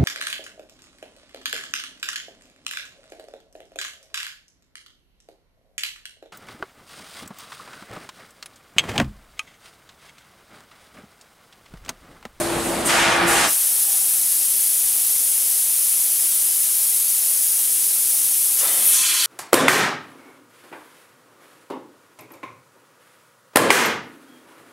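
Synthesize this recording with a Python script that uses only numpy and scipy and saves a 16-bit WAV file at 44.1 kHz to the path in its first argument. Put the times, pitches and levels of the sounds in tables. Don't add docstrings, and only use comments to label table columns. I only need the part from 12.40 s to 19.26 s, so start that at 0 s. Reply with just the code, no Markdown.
import sys
import numpy as np
from scipy import signal
from scipy.fft import rfft, irfft, next_fast_len
from scipy.io import wavfile
from scipy.ndimage import uniform_filter1d, map_coordinates

SR = 44100
rng = np.random.default_rng(int(sys.argv[2]) if len(sys.argv) > 2 else 0)


def gain_from_decibels(decibels):
    exponent = np.asarray(decibels, float) / 20
    return 10 ** exponent


def transcribe(signal):
    frames = np.atleast_2d(signal).T
    limited = np.clip(frames, -1, 1)
    pcm = np.round(limited * 32767).astype(np.int16)
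    wavfile.write(sys.argv[1], SR, pcm)


N = 302526


# time_s, level_db
JET_PRESSURE = [
    (1.05, -38),
    (1.11, -20),
    (1.3, -20),
    (2.9, -20),
    (6.1, -20),
    (6.278, -19.5),
    (6.484, -19.5),
    (6.724, -27),
    (6.86, -25.5),
]
# freq_hz, level_db (per Hz)
GAS_SPECTRUM = [(290, -32), (500, -31), (658, -30.5), (771, -27.5), (891, -29), (1460, -28), (3270, -19.5),
                (4050, -19.5), (6620, -12), (7220, -12), (10200, -1), (14400, -9.5), (15800, -14)]
# freq_hz, likeness (0-1)
NEAR_LIKENESS = [(500, 1), (1500, 1), (5000, 1), (7500, .96), (10000, 0.99), (15000, 0.99)]
# freq_hz, left_over_right_db
NOZZLE_LEAN = [(5500, -2.5), (7500, 2), (10500, 3), (13000, 1.5), (15500, 1)]


def gas_jet():
    swells_db = 0.038 * wobble(5.32) + 0.15 * wobble(22.08)
    sputter_db = 0.38 * wobble(300) + 0.43 * wobble(1500)
    flicker = gain_from_decibels(swells_db + sputter_db)
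    hiss = rush(shaped(GAS_SPECTRUM), NEAR_LIKENESS, (9000, 13000), patchy_db=0.0, lean=NOZZLE_LEAN)
    pressure, = gains(JET_PRESSURE)
    return pressure * flicker * hiss / np.sqrt(np.mean(flicker ** 2))


# start_s, level_db, held_s, drift_db_per_s
EXHAUST_BURSTS = [(.495, -20, 0.565, -1.4)]
# start_s, level_db, held_s, drift_db_per_s
LAST_BREATH_BURSTS = [(1.15, -48.5, 0.58, -5)]
# freq_hz, level_db (per Hz)
ROAR_SPECTRUM = [(240, -44), (400, -23), (674, -7.5), (808, -2), (915, -8), (1110, -3), (1540, -1.5),
                 (1670, 0.5), (6000, -21), (7800, -54), (13200, -120)]
# freq_hz, width_hz, level_db
FRAME_MODES = [(469, 19, 10.5), (673, 33, 6), (807, 30, 1), (928, 28, 6), (1167, 23, 0.5), (1267, 23, 0.5),
               (1442, 21, 1), (1664, 30, -14), (1810, 38, -7), (2150, 91, -8), (2430, 60, -2),
               (2990, 61, -3)]
# freq_hz, likeness (0-1)
FAR_LIKENESS = [(60, 0.95), (130, 0.96), (300, 0.91), (700, 0.64), (3000, 0.74), (7000, 0.7), (9500, 0.97),
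                (11000, 1)]


def clamp_exhaust():
    escaping = bursts(EXHAUST_BURSTS, rise_db_s=450, fall_db_s=344)
    escaping += bursts(LAST_BREATH_BURSTS, rise_db_s=304, fall_db_s=55)

    def frame(hz):
        return gain_from_decibels(along(ROAR_SPECTRUM, hz)) * ringing(FRAME_MODES, hz, base_db=-6.0)

    return escaping * rush(frame, FAR_LIKENESS, (700, 3000), patchy_db=-0.2)


# start_s, level_db, held_s, drift_db_per_s
STROKE_BURSTS = [
    (.5, -27.5, 0.23, -18),
    (.91, -30.5, 0.14, 31),
]
# freq_hz, level_db (per Hz)
STROKE_SPECTRUM = [(1500, -14), (2800, 1), (4000, -4.5), (6500, -3), (10000, -9.5), (15000, -46)]


def clamp_strokes():
    moving = bursts(STROKE_BURSTS, rise_db_s=350, fall_db_s=162)
    return moving * rush(shaped(STROKE_SPECTRUM), FAR_LIKENESS, (3500, 6500), patchy_db=0.4)


# start_s, level_db, held_s, drift_db_per_s
VALVE_PUFFS = [(0, -34.5, 0.016, -60), (.235, -43, 0.057, 20), (.462, -23.5, 0.18, -94),
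               (.882, -23, 0.22, -20)]
# start_s, level_db, held_s, drift_db_per_s
VALVE_LEAKS = [(0, -34, 0.416, 0), (.6, -36.5, 0.25, 0.17)]
# freq_hz, level_db (per Hz)
VALVE_SPECTRUM = [(2940, -33), (5000, -21), (6510, -6), (8560, -0.5), (9890, -1), (10900, -4.5),
                  (12200, -8), (15000, -17), (15800, -22)]


def valve():
    flow = bursts(VALVE_PUFFS, rise_db_s=900, fall_db_s=470)
    flow += bursts(VALVE_LEAKS, rise_db_s=100, fall_db_s=400)
    return flow * rush(shaped(VALVE_SPECTRUM), FAR_LIKENESS, (7500, 12000), patchy_db=0.2)


# start_s, peak_db, pitch_hz, t60_s
SEATING_THUMPS = [(0, -20, 611, 0.25), (.2, -23, 450, 0.17), (.425, -26, 230, 0.23), (.79, -27, 201, .2),
                  (.815, -21, 179, 0.22), (.825, -15, 341, .2)]


def thumps():
    return taps(SEATING_THUMPS, attack_s=0.0088)


# start_s, level_db, held_s, drift_db_per_s
RATTLE_BURSTS = [(6.222, -36.5, 0.22, -31)]
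# freq_hz, level_db (per Hz)
RATTLE_SPECTRUM = [(150, -40), (250, -12), (431, -10), (519, 1), (1490, -5.5), (1960, -4), (2770, -10),
                   (3520, -8), (6000, -19), (7800, -38), (13200, -120)]
# freq_hz, width_hz, level_db
SHELL_MODES = [(720, 100, -9), (1330, 31, 0), (1760, 33, -3), (2000, 38, 2), (2410, 120, -4), (3070, 29, 1),
               (3570, 130, 2), (4130, 52, -1), (4200, 170, 0)]
# freq_hz, likeness (0-1)
BELOW_LIKENESS = [(400, 0.95), (1200, 0.92), (2500, .99)]
# start_s, peak_db, pitch_hz, t60_s
PIECE_KNOCKS = [(6.202, -28, 2870, .09), (6.212, -34, 2440, .06), (6.248, -30, 1330, 0.1),
                (6.279, -28, 3570, 0.13), (6.278, -28, 4370, .07), (6.285, -35, 2010, 0.16),
                (6.312, -33, 3070, 0.3), (6.335, -35, 3580, 0.098)]


def falling_piece():
    def shell(hz):
        return gain_from_decibels(along(RATTLE_SPECTRUM, hz)) * ringing(SHELL_MODES, hz, base_db=-7.0)

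    shaking = bursts(RATTLE_BURSTS, rise_db_s=700, fall_db_s=88)
    rattle = shaking * rush(shell, BELOW_LIKENESS, (400, 1500), patchy_db=0.1)
    return rattle + taps(PIECE_KNOCKS, attack_s=0.0011)


# start_s, level_db, held_s, drift_db_per_s
PIPE_BURSTS = [(6.67, -25, .2, 4)]
# freq_hz, width_hz, level_db
PIPE_MODES = [(1036, 15, -4), (1237, 18, -5), (1410, 54, -8), (1613, 30, -6), (1820, 19, -2),
              (2000, 58, -11), (2170, 20, -4), (2395, 54, -2.5), (2650, 68, -2.5), (3050, 66, -0.5),
              (3230, 63, -1.5), (3400, 62, -0.5), (3740, 32, -2), (4060, 86, -2), (4370, 120, -1.5),
              (4610, 19, 3.5), (4930, 29, -1), (5330, 31, -7), (5750, 120, -6), (6150, 36, -4),
              (6570, 34, 1)]
# start_s, level_db, held_s, drift_db_per_s
RIM_BURSTS = [(6.544, -25.5, 0.38, -9)]
# freq_hz, level_db (per Hz)
RIM_SPECTRUM = [(3500, -36), (5500, -1.5), (7000, 1), (9000, 2), (12000, 0), (15500, -36)]
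# freq_hz, likeness (0-1)
TUBE_LIKENESS = [(1000, .97), (3000, 0.98), (5000, 0.91), (8000, 0.93), (12000, .98)]


def blown_tube():
    def column(hz):
        below_pipe = 1 + (900 / (hz + 1)) ** 6
        above_pipe = 1 + (hz / 7200) ** 6
        return ringing(PIPE_MODES, hz, base_db=-19) / below_pipe / above_pipe

    pipe = bursts(PIPE_BURSTS, rise_db_s=48, fall_db_s=55)
    rim = bursts(RIM_BURSTS, rise_db_s=170, fall_db_s=55)
    return (pipe * rush(column, TUBE_LIKENESS, (1500, 4500), patchy_db=-1.0)
            + rim * rush(shaped(RIM_SPECTRUM), TUBE_LIKENESS, (5500, 8000), patchy_db=0.0))


# loudest_s, level_db, centre_hz, glide_octaves_per_s, fade_s
GAP_WHISTLES = [(6.47, -15.5, 11700, -1, 0.12), (6.49, -17, 9500, -0.19, 0.33),
                (6.51, -25, 12900, -1.1, .1), (6.53, -27, 7360, -1.3, 0.11), (6.57, -27.5, 6100, -0.47, .2),
                (.468, -18, 8700, -2, .035), (6.6, -32, 3400, -.4, 0.65)]
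# loudest_s, level_db, centre_hz, glide_octaves_per_s, fade_s
PORT_CLOSING = [(1.082, -26, 5600, -1, .03)]
# loudest_s, level_db, centre_hz, glide_octaves_per_s, fade_s
BROAD_GUSTS = [(6.195, -23, 6700, -4, .05), (6.7, -31, 5500, -.4, .03), (6.225, -40, 1300, -4, 0.27),
               (.62, -22.5, 2800, 1.5, 0.23)]


def whistles():
    hz, t, noise = signal.stft(rng.standard_normal((2, N + 512)), SR, nperseg=256)
    hz = hz[:, None]
    power = 0
    for rows, breadth, rise_share in [([*GAP_WHISTLES, *PORT_CLOSING], .1, .45), (BROAD_GUSTS, .7, .4)]:
        for loudest_s, db, middle_hz, glide, fade_s in rows:
            u = (t - loudest_s) / fade_s
            centre = middle_hz * 2 ** (glide * fade_s * np.clip(u, -1, 1))
            width = breadth * centre
            level = gain_from_decibels(db - 17.5 * np.maximum(u, -u / rise_share))
            band = 1 / (1 + (2 * (hz - centre) / width) ** 2) ** 2
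            band = band / (1 + (0.29 * centre / (hz + 1)) ** 4)
            power = power + level ** 2 * SR / (np.pi * width) * band
    mid, side = signal.istft(noise * np.sqrt(power), SR, nperseg=256)[1][:, :N]
    return np.array([1.2 * mid + .15 * side, 1.1 * mid - 0.14 * side])


# start_s, peak_db, pitch_hz, t60_s
CHUCK_SQUEAKS = [(1.468, -38, 803, .16), (1.536, -35, 780, 0.088), (1.613, -34, 775, .07)]
# start_s, level_db, held_s, drift_db_per_s
CHUCK_TURNING = [(2.55, -59, 0.77, -10), (3.55, -65, .3, 0), (5.5, -61, .3, 0)]


def chuck():
    motor = bursts(CHUCK_TURNING, rise_db_s=60, fall_db_s=50) * tone(757, drift=0.0062, flutter_db=3.5)
    return motor + taps(CHUCK_SQUEAKS, attack_s=0.0043)


# start_s, level_db, held_s, drift_db_per_s
SERVO_MOVING = [(.2, -46, .1, 20), (.35, -46, .14, 15)]
# start_s, level_db, held_s, drift_db_per_s
SERVO_HOLDING = [(.55, -53, 0.305, -3)]


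def servo():
    moving = bursts(SERVO_MOVING, rise_db_s=280, fall_db_s=200)
    holding = bursts(SERVO_HOLDING, rise_db_s=150, fall_db_s=250)
    return (moving * tone(8005, drift=0.00018, flutter_db=1.2)
            + holding * tone(10200, drift=0.00026, flutter_db=1.6))


# time_s, gain_db
CAMERA_DUCKING = [(0, 0), (1.0, -0.5), (1.07, -3.5), (1.18, -30), (1.3, -25), (2.0, -28), (6.17, -27.5),
                  (6.26, -21.5), (6.52, -19.5), (6.68, -25), (6.86, -24.5)]
# freq_hz, level_db (per Hz)
FAN_SPECTRUM = [(15, -51), (25, -21), (55, -16), (85, -17.5), (157, -12), (300, -10.5), (400, -13),
                (603, -9.5), (922, -14.5), (2930, -23.5), (4070, -25), (7000, -32.5), (9100, -75),
                (15400, -120)]
# start_s, level_db, held_s, drift_db_per_s
BLADE_BURSTS = [(0, -29, 0.51, -9.5), (.66, -32.5, 0.041, 0), (.84, -28, .03, -40), (1.75, -30, .9, -5),
                (3.6, -35.5, 0.47, 8), (5.25, -29.5, 0.96, -2.5), (6.36, -32, .02, 0),
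                (6.68, -29, 0.027, -2), (6.85, -30, .02, 2)]


def fans():
    duck, = gains(CAMERA_DUCKING)
    rumble = gain_from_decibels(-33.5) * rush(shaped(FAN_SPECTRUM), FAR_LIKENESS, (60, 300), patchy_db=0.64)
    blade = bursts(BLADE_BURSTS, rise_db_s=70, fall_db_s=78) * tone(338, drift=0.0041, flutter_db=1.9)
    return duck * (rumble + blade * gain_from_decibels([[1.5], [-1.5]]))


def along(points, hz):
    f, v = np.transpose(points)
    return np.interp(np.log(hz + 1), np.log(f + 1), v)


def gains(rows, fade=.02):
    s, *cols = np.transpose(rows)
    s = np.r_[s[0] - fade, s, s[-1] + fade]
    return [gain_from_decibels(np.interp(np.arange(N) / SR, s, np.r_[-110, c, -110])) for c in cols]


def bursts(rows, rise_db_s, fall_db_s):
    start, db, held, drift = np.transpose(rows)[:, :, None]
    t = np.arange(0, N + 64, 32) / SR
    u = t - start
    rise = rise_db_s * np.minimum(u, 0)
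    hold = drift * np.clip(u, 0, held)
    fall = fall_db_s * np.maximum(u - held, 0)
    level = gain_from_decibels(db + rise + hold - fall)
    return np.interp(np.arange(N) / SR, t, np.sqrt(np.sum(level ** 2, axis=0)))


def wobble(rate):
    return map_coordinates(rng.standard_normal(int(N * rate / SR) + 4), [np.arange(N) * rate / SR])


def tone(hz, drift, flutter_db):
    phase = 2 * np.pi * np.cumsum(hz * (1 + drift * wobble(4))) / SR
    return np.sqrt(2) * gain_from_decibels(flutter_db * wobble(36)) * np.sin(phase)


def taps(rows, attack_s):
    out, t = np.zeros(N + SR), np.arange(SR // 4) / SR
    for start_s, db, hz, t60 in rows:
        breath = 0.54 * rng.standard_normal(len(t)) * gain_from_decibels(-60 * t / .02)
        note = np.sin(2 * np.pi * hz * t) + breath
        out[round(start_s * SR):][:len(t)] += gain_from_decibels(db - 60 * t / t60) * (1 - np.exp(-t / attack_s)) * note
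    return out[:N]


def ringing(modes, hz, base_db):
    peaks = sum(gain_from_decibels(db) ** 2 / (1 + (2 * (hz - c) / w) ** 2) for c, w, db in modes)
    return np.sqrt(peaks + gain_from_decibels(base_db) ** 2)


def shaped(spectrum):
    return lambda hz: gain_from_decibels(along(spectrum, hz)) * np.minimum(1, hz / spectrum[0][0]) ** 2


def rush(colour, alike, band, patchy_db, lean=((1, 0), (2, 0))):
    z = signal.stft(rng.standard_normal((2, N + 1024)), nperseg=512)[2]

    def patches(bins, frames):
        rough = rng.standard_normal(z.shape[1:])
        smooth = uniform_filter1d(uniform_filter1d(rough, bins, 0), frames, 1)
        return smooth / smooth.std()

    field_db = patchy_db * patches(24, 4) + 1.15 * patches(2, 5)
    pair = signal.istft(z * gain_from_decibels(field_db), nperseg=512)[1]
    m = next_fast_len(N + 8192)
    hz = np.fft.rfftfreq(m, 1 / SR)
    turn = np.arccos(np.clip(along(alike, hz), -1, 1)) / 2
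    mid, side = rfft(pair, m) * colour(hz) * [np.cos(turn), np.sin(turn)]
    inside = irfft(mid * (hz > band[0]) * (hz < band[1]), m)[:N]
    tilt = gain_from_decibels(along(lean, hz) / 2)
    return irfft([(mid + side) * tilt, (mid - side) / tilt], m)[:, :N] / inside.std()


def scene():
    clamp = clamp_exhaust() + clamp_strokes() + valve() + thumps()
    tube = falling_piece() + blown_tube()
    return gas_jet() + clamp + tube + whistles() + chuck() + servo() + fans()


def low_pass(x):
    return signal.sosfilt(signal.butter(12, 15900, fs=SR, output="sos"), x)


def record(dry):
    below_limit = np.fft.rfftfreq(N, 1 / SR) < 15770
    kept = irfft(rfft(dry) * below_limit, N)
    return low_pass(kept)


dry = scene()
out = record(dry)
transcribe(out)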